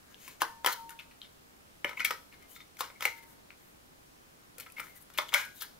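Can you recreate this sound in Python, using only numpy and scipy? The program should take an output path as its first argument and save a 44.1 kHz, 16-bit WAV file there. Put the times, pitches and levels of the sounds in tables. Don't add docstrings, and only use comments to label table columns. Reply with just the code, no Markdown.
import sys
import numpy as np
from scipy import signal
from scipy.fft import rfft, irfft, next_fast_len
from scipy.io import wavfile
from scipy.ndimage import uniform_filter1d

SR = 44100
rng = np.random.default_rng(int(sys.argv[2]) if len(sys.argv) > 2 else 0)


def level_to_linear(level):
    exponent = np.asarray(level, float) / 20
    return 10 ** exponent


def persist_wave(psi):
    counts = np.round(np.clip(psi, -1, 1) * 32767).astype(np.int16)
    wavfile.write(sys.argv[1], SR, np.atleast_2d(counts).T)


N = 255339


def evened(x):
    return x / np.sqrt(np.mean(x ** 2) + 1e-20)


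def read(points, hz):
    f, value = np.transpose(points)
    return np.interp(np.log(hz + 1), np.log(f + 1), value)


def add(mix, s, sound):
    part = mix[round(s * SR):][:len(sound)]
    part += sound[:len(part)]


def coloured(x, points):
    length = x.shape[-1]
    size = next_fast_len(length)
    gain = level_to_linear(read(points, np.fft.rfftfreq(size, 1 / SR)))
    return irfft(rfft(x, size) * gain, size)[..., :length]


def ring(t, hz, db, t60):
    return level_to_linear(db - 60 * t / np.maximum(t60, 0.003)) * np.sin(2 * np.pi * hz * t)


def cluster(t, hz, t60, chance):
    spread = (2.77 + 0.87 * chance[:3, None]) / t60
    near = hz + np.array([[-1.0], [1.1], [2.3]]) * spread
    return ring(t, hz, 0, t60) + ring(t, near, -19.0, t60 * 1.49).sum(0)


# f/Hz, level/dB, t60/s
SHELL_MODES = [(305, -24.5, 0.029), (470, -5.5, 0.036), (555, -7.5, 0.048), (804, -7, 0.019),
               (946, 2, 0.029), (1257, -4.5, 0.06), (1350, -4, 0.049), (1450, -3, 0.048),
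               (1738, -2.5, 0.028), (2170, -2, 0.024), (2460, -4.5, 0.013), (2880, -5, 0.024),
               (3116, -4, 0.015), (3620, -12, 0.043), (4090, -7, 0.015), (5460, -7, 0.0032)]
# f/Hz, level/dB per Hz
CRACK_COLOUR = [(1470, -20.5), (2500, -5), (2730, -13), (3320, -4), (3890, -13), (5290, -8.5), (7030, -16),
                (13700, -13.5), (15500, -18), (16500, -35)]


def knock(db, hz, t60, shell_db, crack_db, edge_hz=2000, rise=0.001):
    t = np.arange(SR // 8) / SR
    f, level, decay = np.transpose(SHELL_MODES)[:, :, None]
    spot = rng.standard_normal((len(f), 1))
    share = np.sign(spot) * level_to_linear(2.0 * np.tanh(spot[::-1]))
    shell = (share * ring(t, f * (1 + 0.013 * spot[::-1]), level, decay)).sum(0) / 3
    crack = coloured(rng.standard_normal(len(t)), CRACK_COLOUR)
    crack = evened(coloured(crack, [(edge_hz / 2, -12), (edge_hz, 0)]))
    crack *= level_to_linear(-60 * t / 0.012) + level_to_linear(-12.5 - 60 * t / 0.079)
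    fed = level_to_linear(60 * np.minimum(t, rise) / t60)
    body = fed * cluster(t, hz, t60, rng.standard_normal(3))
    sound = body + level_to_linear(shell_db) * shell + level_to_linear(crack_db + 8.0) * crack
    return level_to_linear(db) * np.minimum(t / rise, 1) * sound


# t/s, level/dB, shell level/dB and crack level/dB against the ring
CELL_HITS = [(1.845, -12, -8, -26.5), (1.893, -26.5, -3.5, -18), (1.931, -34.5, -0.5, -21),
             (2.562, -36, -19, -25), (2.604, -36, -14, -27), (2.769, -38.5, -19, -11.5),
             (2.901, -35.5, -1.5, -35), (3.024, -23, -1.5, -12), (3.053, -7, -8.5, -19.5),
             (4.663, -34, -8, -27), (4.783, -36, 1, -20), (4.797, -21.5, -6, -21.5), (4.868, -43, 0, -12),
             (5.176, -28, -7, -10.5), (5.186, -15.5, 1, -14), (5.322, -30, -7, -30), (5.33, -30, 7, -19)]


def cell_knocks(out):
    for s, db, shell_db, crack_db in CELL_HITS:
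        add(out, s, knock(db, 2180, 0.012, shell_db, crack_db))


# t/s, level/dB, ring f/Hz, shell level/dB, crack level/dB
BAY_HITS = [(0.418, -12.5, 1056, -6, -13.5), (0.646, -20, 1004, 2, -13), (0.661, -13.5, 979, -7, -8),
            (0.67, -16.5, 1926, 6, -13.5), (0.731, -38, 905, -4, -5), (1.911, -36, 1280, 5.5, -27),
            (2.107, -19.5, 1274, 1.5, -14), (2.792, -50, 1400, -14, 5), (2.807, -19, 1070, -1.5, -11.5),
            (2.844, -34.5, 1530, -6, -18), (3.007, -28.5, 1310, -1.5, -11.5), (3.021, -35, 1040, -13, -6),
            (5.101, -46, 1370, -1, -7), (5.62, -32, 1350, -5.5, -9)]


def bay_knocks(out):
    for s, db, hz, shell_db, crack_db in BAY_HITS:
        add(out, s, knock(db, hz, 0.022, shell_db, crack_db))


# t/s, level/dB, ring f/Hz, crack level/dB, rise/s
SEATINGS = [
    (1.969, -26, 2210, -28, 0.008),
    (2.0015, -17.5, 2210, -19, 0.004),
    (2.046, -12, 2237, -5.5, 0.0054),
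    (2.947, -50.5, 2150, -20, 0.015),
    (3.23, -68, 2120, -14, .008),
    (4.764, -36, 2180, -14, 0.008),
    (5.3437, -3.5, 2190, -19, 0.0021),
]


def seatings(out):
    softness = 0.12
    for s, db, hz, crack_db, rise in SEATINGS:
        add(out, s, knock(db, hz, 0.011 * level_to_linear(-softness * db), -12, crack_db, rise=rise))


# t/s, level/dB, ring f/Hz, crack level/dB, cycles until silent
LIGHT_TICKS = [(0.144, -35.5, 3300, -35, 10), (0.2785, -28.5, 2300, -18, 8.2), (0.2827, -38, 1730, -10, 12),
               (0.8934, -37, 1800, -9, 23), (0.905, -45, 1500, -3, 12), (0.99, -37, 2720, -19, 7.8),
               (0.9956, -29, 2610, -26, 24), (1.1117, -40.5, 2430, -25, 12), (1.2166, -33, 3700, -30, 16),
               (2.326, -42, 2340, -25, 5.7), (2.4244, -47, 2270, -12, 9.9), (3.5048, -32, 2400, -40, 9.7),
               (4.5822, -39, 2450, -3.5, 23), (4.599, -33.5, 2300, -6.5, 17), (4.6062, -34.5, 2310, -8, 13),
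               (4.6998, -47, 2550, -10, 12), (4.722, -50.5, 2560, -3, 15), (4.8, -32.5, 2170, -9, 18),
               (5.022, -58, 1790, -5, 18), (5.1377, -47, 3600, -6.5, 18), (5.2907, -27, 3400, -29, 14),
               (5.34, -8, 3170, -17.5, 8.6), (5.6136, -33, 3420, -16, 8.8)]


def ticks(out):
    for s, db, hz, crack_db, cycles in LIGHT_TICKS:
        add(out, s, knock(db, hz, cycles / hz, -17.5, crack_db, edge_hz=7500))


# t/s, level/dB, f/Hz
WALLS = [(0.278, -37, 1060), (0.421, -55, 470), (0.6626, -20.5, 470), (0.6718, -36, 374),
         (1.8475, -12.5, 318), (1.8485, -24.5, 573), (1.997, -14.5, 258), (2.1084, -35, 950),
         (2.1087, -28, 390), (2.8086, -37, 540), (3.0555, -23.5, 897), (3.056, -31, 522),
         (4.5833, -36.5, 482), (5.1863, -20.5, 1090), (5.1885, -22.5, 596), (5.3455, -20.5, 586)]
# t/s, level/dB, f/Hz
CELL_RIBS = [(0.6618, -14, 3095), (0.6863, -26, 1350), (.8925, -38, 2800), (1.8461, -15.5, 2960),
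             (1.8463, -32, 1820), (2.0468, -31, 1350), (2.05, -17, 3520), (2.1085, -19.5, 1905),
             (2.565, -45, 1350), (2.603, -46, 1260), (2.821, -35, 2800), (3.054, -18.5, 2790),
             (4.8, -30, 1360), (5.1858, -14.5, 3530), (5.622, -33, 1660), (5.3542, -17.5, 1425),
             (5.3616, -19, 1535), (5.362, -27, 2260), (5.3767, -35, 1350), (5.379, -23, 2235),
             (.646, -22, 3460), (.646, -22, 2050), (1.975, -37, 1020), (5.197, -24.5, 1257),
             (5.329, -24.5, 1100), (5.3375, -19.5, 3620)]
# f/Hz, t60/s
WALL_DECAY = [(300, 0.0058), (500, 0.036), (1000, 0.035), (1350, 0.048), (1800, 0.0142), (2300, 0.034),
              (3000, 0.013)]


def walls_and_ribs(out):
    t = np.arange(SR // 8 + 32) / SR
    for s, db, hz in [*WALLS, *CELL_RIBS]:
        thump = cluster(t, hz, read(WALL_DECAY, hz), rng.standard_normal(3))
        add(out, s, level_to_linear(db) * thump * (1 - np.exp(-t * hz)))


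def knocks():
    out = np.zeros(N)
    for strike in (cell_knocks, bay_knocks, seatings, ticks, walls_and_ribs):
        strike(out)
    return coloured(out, [(60, -26.0), (200, -3.5), (400, -4.5)])


# t/s, level/dB, f/Hz, t60/s
SINGERS = [(.419, -20, 952, 0.022), (0.4189, -12, 1110, 0.0025), (0.418, -49.5, 1771, 0.37),
           (0.418, -52, 1343, 0.33), (.42, -45, 466, 0.14), (0.671, -18, 1500, 0.0035),
           (.672, -42, 1810, 0.26), (0.689, -46, 1323, 0.18), (.707, -44, 3160, 0.14),
           (.99, -45.5, 3480, 0.049), (1.2162, -56, 2400, .012), (0.99, -42, 2590, 0.076),
           (1.847, -34, 1740, 0.064), (1.851, -49, 1340, 0.23), (2.003, -33, 2480, 0.099),
           (2.0038, -28, 1380, 0.032), (2.05, -29, 1790, 0.059), (2.05, -49, 2320, 0.06),
           (2.05, -38, 2450, 0.068), (2.05, -45, 1280, .25), (2.108, -21.5, 1000, .014),
           (2.565, -57, 3860, .05), (3.056, -38, 2100, 0.25), (3.056, -44, 491, 0.14),
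           (5.186, -14.5, 3040, 0.0039), (5.2885, -46, 2200, 0.027), (5.347, -39, 1342, 0.24),
           (5.347, -44, 1483, 0.42), (5.346, -39.5, 1629, 0.37), (5.347, -40, 2147, .29),
           (5.347, -39, 2210, 0.12), (5.348, -39.5, 2460, 0.36), (.895, -51, 10000, 0.042),
           (.895, -55, 11600, .04), (.904, -52, 14300, .03), (4.721, -47, 11200, .02),
           (4.802, -45, 9000, .025), (5.025, -54, 9800, 0.055), (5.55, -58, 12400, .15),
           (5.623, -36.5, 11150, 0.033), (5.62, -44, 12300, 0.055), (3.16, -51, 2106, .12),
           (1.2172, -37, 4100, 0.0066), (1.226, -46.5, 3200, .06)]
# t/s, level/dB, f/Hz, t60/s
EDGE_PINGS = [(.4185, -19, 1620, 0.015), (.4185, -24, 2650, 0.016), (.4185, -32, 5250, 0.007),
              (.4075, -34.5, 900, .012), (0.45, -33, 1960, .015), (.7315, -40, 4280, 0.027),
              (1.9765, -31, 2800, .005), (1.996, -27.5, 3000, .012), (2.098, -42, 5400, .02),
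              (2.144, -42, 1140, .01), (2.882, -42, 2100, .008), (2.7915, -40, 1400, 0.034),
              (5.1764, -23, 2460, .009), (6.3, -42, 1900, .02), (5.8, -35, 2500, .02),
              (5.3405, -18, 5640, .005), (.6625, -28, 5300, .008), (0.2785, -42, 3000, .008),
              (4.7825, -38, 2200, .015), (4.7898, -33, 2250, .012), (4.6005, -48, 4350, .04),
              (5.582, -56, 6400, .03), (.6622, -20, 3230, .018), (.6708, -22, 3150, .014),
              (.42, -30, 330, .03), (.2788, -44, 4700, .008), (1.2168, -36, 3150, .014),
              (.1445, -46, 2850, .01), (4.701, -48, 2550, .015), (4.667, -50, 1330, .12),
              (5.63, -44, 1600, .12), (.8935, -50, 6600, .03), (.894, -48, 3750, .02),
              (2.606, -50, 2050, .04), (5.3615, -28, 2200, .03)]


def singing():
    out, t = np.zeros(N), np.arange(SR // 2) / SR
    for s, db, hz, t60 in [*SINGERS, *EDGE_PINGS]:
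        add(out, s, ring(t, hz, db, t60) * (1 - np.exp(-t * hz)))
    return out


# t/s, level/dB, t60/s, swell/s, silent after/s
SPRING_RINGS = [
    (.42, -50.5, 3.3, 0.028, 0.51),
    (.7, -42, 1, 0.03, 0.093),
    (.765, -42, 1.5, 0.015, 0.3),
    (1.045, -62, 1.1, 0.015, 0.1),
    (3.053, -52, 1.6, 0.026, .42),
]


def springs():
    out, t = np.zeros(N), np.arange(SR) / SR
    for s, db, t60, swell, silent in SPRING_RINGS:
        beat = np.cos(np.pi / 2 * np.minimum(t / silent, 1))
        add(out, s, ring(t, 917.8, db, t60) * (1 - np.exp(-t / swell)) * beat)
    return out


def stroke(out, metal, shell, edge_hz, row):
    s, half, fizz_db, scrape_db, hz = row
    at = slice(round((s - half) * SR), round((s + half) * SR))
    fizz = evened(coloured(metal[at], [(edge_hz / 4, -30), (edge_hz * 0.5, -18), (edge_hz, 0)]))
    resonance = [(hz / 4, -25), (hz * 0.923, -10.5), (hz, 0), (hz * 1.06, -10.5), (hz * 3, -22)]
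    scrape = evened(coloured(shell[at], resonance))
    out[at] += np.hanning(len(fizz)) * (level_to_linear(fizz_db) * fizz + level_to_linear(scrape_db) * scrape)


# centre t/s, half length/s, fizz level/dB, scrape level/dB, resonance f/Hz
FINGER_SLIDES = [(0.917, 0.026, -61, -54, 1430), (1.005, 0.022, -70, -52, 2650),
                 (1.12, 0.01, -82, -61, 2380), (1.255, 0.035, -82, -62, 3500),
                 (2.336, 0.027, -70, -57, 2210), (2.428, 0.056, -74, -63, 2120),
                 (1.033, 0.026, -72, -65, 2600), (1.235, 0.027, -74, -60, 3000),
                 (2.518, 0.049, -56.5, -66, 3000), (3.18, 0.026, -61, -56.5, 2057),
                 (3.233, 0.017, -61, -57.5, 2070), (3.306, 0.062, -64, -70, 1980),
                 (3.652, 0.14, -71, -77, 2030), (4.617, 0.033, -59, -62, 2500),
                 (4.63, .022, -80, -61, 3120), (4.609, 0.01, -84, -61, 4300),
                 (5.154, 0.011, -80, -69, 3550), (4.668, .01, -80, -53, 2210),
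                 (4.79, 0.035, -59, -49, 2160), (4.87, 0.11, -63.5, -61.5, 2100),
                 (4.971, 0.032, -57, -64, 1990), (5.019, 0.028, -60, -76, 2000),
                 (5.156, 0.027, -66, -57, 2430), (5.402, 0.092, -82, -48.5, 2330),
                 (5.454, 0.017, -54.5, -53, 1490), (5.514, 0.047, -76, -68, 2370),
                 (5.58, 0.055, -57, -61.5, 3800), (5.622, 0.024, -44, -45, 3350),
                 (5.649, 0.028, -61, -56, 1590), (0.73, 0.016, -43, -44, 4280),
                 (2.05, 0.0054, -37, -35.5, 1740), (2.808, 0.0075, -48, -44, 3620),
                 (5.183, 0.0068, -40.5, -39, 2700)]


def slides(out, metal, shell):
    for row in FINGER_SLIDES:
        stroke(out, metal, shell, 9400, row)


# centre t/s, half length/s, fizz level/dB, scrape level/dB, resonance f/Hz
CELL_GRINDS = [(0.12, 0.05, -67, -63, 1630), (0.268, 0.13, -58, -59, 2600), (0.415, 0.015, -45, -40, 1780),
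               (0.412, 0.01, -70, -50, 3220), (0.691, 0.063, -45, -39.5, 1350),
               (1.896, 0.052, -64, -54, 1490), (1.981, 0.023, -59, -54, 2200),
               (2.002, 0.012, -55, -37.5, 1980), (2.091, 0.068, -55, -48, 1450),
               (2.563, 0.026, -59, -58.5, 3700), (2.611, 0.033, -68, -57.5, 3640),
               (2.805, 0.028, -46.5, -50, 1400), (2.848, 0.03, -58, -54, 2890),
               (3.053, 0.064, -48, -41.5, 1990), (5.18, 0.0087, -48, -58, 3500),
               (5.291, 0.014, -53.5, -50, 3100), (5.34, 0.017, -55, -41, 1190),
               (5.382, 0.08, -46.5, -47.5, 1535), (2.012, 0.027, -57, -44, 1490),
               (5.375, 0.063, -69, -47, 764), (1.88, .039, -69, -56, 3000), (3.104, 0.023, -60, -58, 2730),
               (4.596, 0.025, -78, -55.5, 1390), (4.84, 0.036, -66, -59, 1350), (5.22, 0.03, -57, -51, 850)]


def grinds(out, metal, shell):
    for row in CELL_GRINDS:
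        stroke(out, metal, shell, 4500, row)


# start t/s, level/dB, centre f/Hz, t60/s
REBOUNDS = [(0.422, -42, 3500, 0.15), (.674, -40.5, 3500, 0.24), (2.01, -48, 2000, 0.14),
            (2.056, -42, 3000, 0.16), (2.112, -44, 1300, .17), (2.812, -45.5, 1300, 0.22),
            (2.838, -56, 3300, 0.099), (3.057, -43.5, 2600, 0.19), (5.19, -42.5, 2800, 0.15),
            (5.35, -40, 2300, 0.29), (5.607, -50, 4000, .3)]


def chatter(out, grains, body):
    strong = grains * (abs(grains) > 3.0)
    t = np.arange(len(body)) / SR
    rebounds = signal.oaconvolve(strong, body * level_to_linear(-60 * t / 0.01))
    for s, db, hz, t60 in REBOUNDS:
        taps = rebounds[round(s * SR):][:SR // 4]
        taps = evened(coloured(taps, [(hz / 3, -16), (hz, 0), (hz * 2.5, -6)]))
        add(out, s, taps * level_to_linear(db - 60 * np.arange(len(taps)) / SR / t60))


# f/Hz, level/dB
METAL_COLOUR = [(6000, 2.5), (6500, 10.5), (7500, 2.5), (9800, -1), (10800, -0.5), (12300, 3), (13300, 3.5),
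                (14500, 1.5), (16500, -4)]


def rubs():
    out, t = np.zeros(N), np.arange(SR // 16) / SR
    size = level_to_linear(2.0 * np.minimum(rng.exponential(1, (2, N)), 5))
    grains = rng.standard_normal((2, N)) * size * (rng.random((2, N)) < 0.3)
    body = np.zeros(len(t))
    for k, (hz, db, t60) in enumerate(SHELL_MODES):
        body += (-1) ** k * ring(t, hz, db + 6.4 * np.log2(hz / 1000), t60 * 0.39)
    shell = signal.oaconvolve(grains[0], body)[:N]
    metal = coloured(grains[1], METAL_COLOUR)
    slides(out, metal, shell)
    grinds(out, metal, shell)
    chatter(out, grains[1], body)
    return out


# f/Hz, t60/s
ROOM_DECAY = [(300, 0.31), (800, 0.29), (2100, 0.26), (5500, 0.4), (14600, 0.45)]
# t/s, level/dB
EARLY_ECHOES = [(.0045, -13.5), (.009, -20), (0.015, -20.5), (.023, -23), (.033, -23.5)]
# f/Hz, likeness
TAIL_LIKENESS = [(300, 0.51), (1000, 0.46), (3000, 0.27), (8000, 0.16)]


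def room(x):
    size, count = SR // 2, 3
    taps = np.zeros((count, 2, size))
    at = np.arange(400, size - 20, 20) + rng.integers(0, 20, (count, 2, (size - 401) // 20))
    np.put_along_axis(taps, at, rng.choice([-1., 1.], at.shape), 2)
    hz, t, z = signal.stft(taps, SR, nperseg=256)
    same = np.clip(read(TAIL_LIKENESS, hz), -1, 1)[:, None]
    z[:, 1] = same * z[:, 0] + np.sqrt(1 - same ** 2) * z[:, 1]
    decay = level_to_linear(-60 * t / read(ROOM_DECAY, hz)[:, None])
    tail = signal.istft(z * decay, SR, nperseg=256)[1]
    tail = level_to_linear([[-6.0], [-8.5]]) * tail / np.linalg.norm(tail[0, 0])
    for s, db in EARLY_ECHOES:
        shift, sign = rng.uniform(-1.87, 1, 2)
        ears = [round(s * SR), round(s * SR + 6 * shift)]
        tail[:, [0, 1], ears] += level_to_linear(db) * np.sign(sign)
    tail = coloured(tail, [(300, 3.5), (900, 6.5), (2000, 5.5), (3300, 1.5), (6000, 0.5), (15000, 0.5)])
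    turn = 2 * np.pi * (np.arange(N) * 3 / SR + np.arange(count)[:, None] / count)
    share = (1 + np.cos(turn)) / count
    return signal.fftconvolve((x * share)[:, None], tail, axes=2)[:, :, :N].sum(0)


# f/Hz, level/dB per Hz
HISS_COLOUR = [(12, -31), (20, -2.5), (114, -4.5), (156, -3.5), (184, -8.5), (230, -4.5), (342, -8),
               (634, -12), (863, -14), (1110, -14.5), (1840, -17.8), (15200, -24.5), (16500, -24)]
# f/Hz, likeness
HISS_LIKENESS = [(60, 1), (130, 0.56), (290, -0.17), (640, -0.41), (1410, -0.59), (3100, -0.21),
                 (6820, 0.02), (15000, -0.04)]


def hiss():
    frames, hz = N // 256 + 5, np.fft.rfftfreq(1024, 1 / SR)
    a, b, c, d, patches = rng.standard_normal((frames, 513, 5)).T
    patches = uniform_filter1d(uniform_filter1d(patches, 20, 0), 20, 1)
    same = np.clip(read(HISS_LIKENESS, hz), -1, 1)[:, None]
    left = a + 1j * b
    right = same * left + np.sqrt(1 - same ** 2) * (c + 1j * d)
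    z = np.array([left, right])
    z /= np.sqrt((1 + np.clip(same, -0.8, 1)) / 2)
    z *= level_to_linear(read(HISS_COLOUR, hz)[:, None] + 0.5 * evened(patches))
    both = signal.istft(z, nperseg=1024, noverlap=768)[1][:, :N]
    return level_to_linear(-61.5) * both / np.std(both.mean(0))


# f/Hz, phase/rad
PORT_PHASE = [(0, 0.5), (600, -0.82), (3010, -0.62), (6980, -1.36), (8010, -1.1), (13400, -0.52),
              (15800, -0.1), (16400, -0.61)]


def turned(x, share):
    hz = np.fft.rfftfreq(len(x), 1 / SR)
    return irfft(rfft(x) * np.exp(1j * share * read(PORT_PHASE, hz)), len(x))


# f/Hz, left minus right level/dB
SIDE_LEVEL = [(60, 2), (180, 0), (550, 2.5), (1650, 4.5), (4970, 6), (15000, 14)]


def scene():
    remote = level_to_linear(-0.84) * knocks() + rubs() + singing()
    near = remote + springs()
    walls = room(remote)
    left = coloured(near, [(hz, db / 2) for hz, db in SIDE_LEVEL]) + walls[0]
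    right = coloured(near, [(hz, -db / 2) for hz, db in SIDE_LEVEL]) + walls[1]
    return np.array([turned(left, 0.45), turned(right, -0.57)]) + hiss()


def band_limit(x):
    return signal.sosfilt(signal.butter(12, 16650, fs=SR, output="sos"), x)


def record(dry):
    limited = coloured(dry, [(15700, 0), (15900, -20), (16500, -26), (16700, -70)])
    return band_limit(limited)


dry = scene()
out = record(dry)
persist_wave(out)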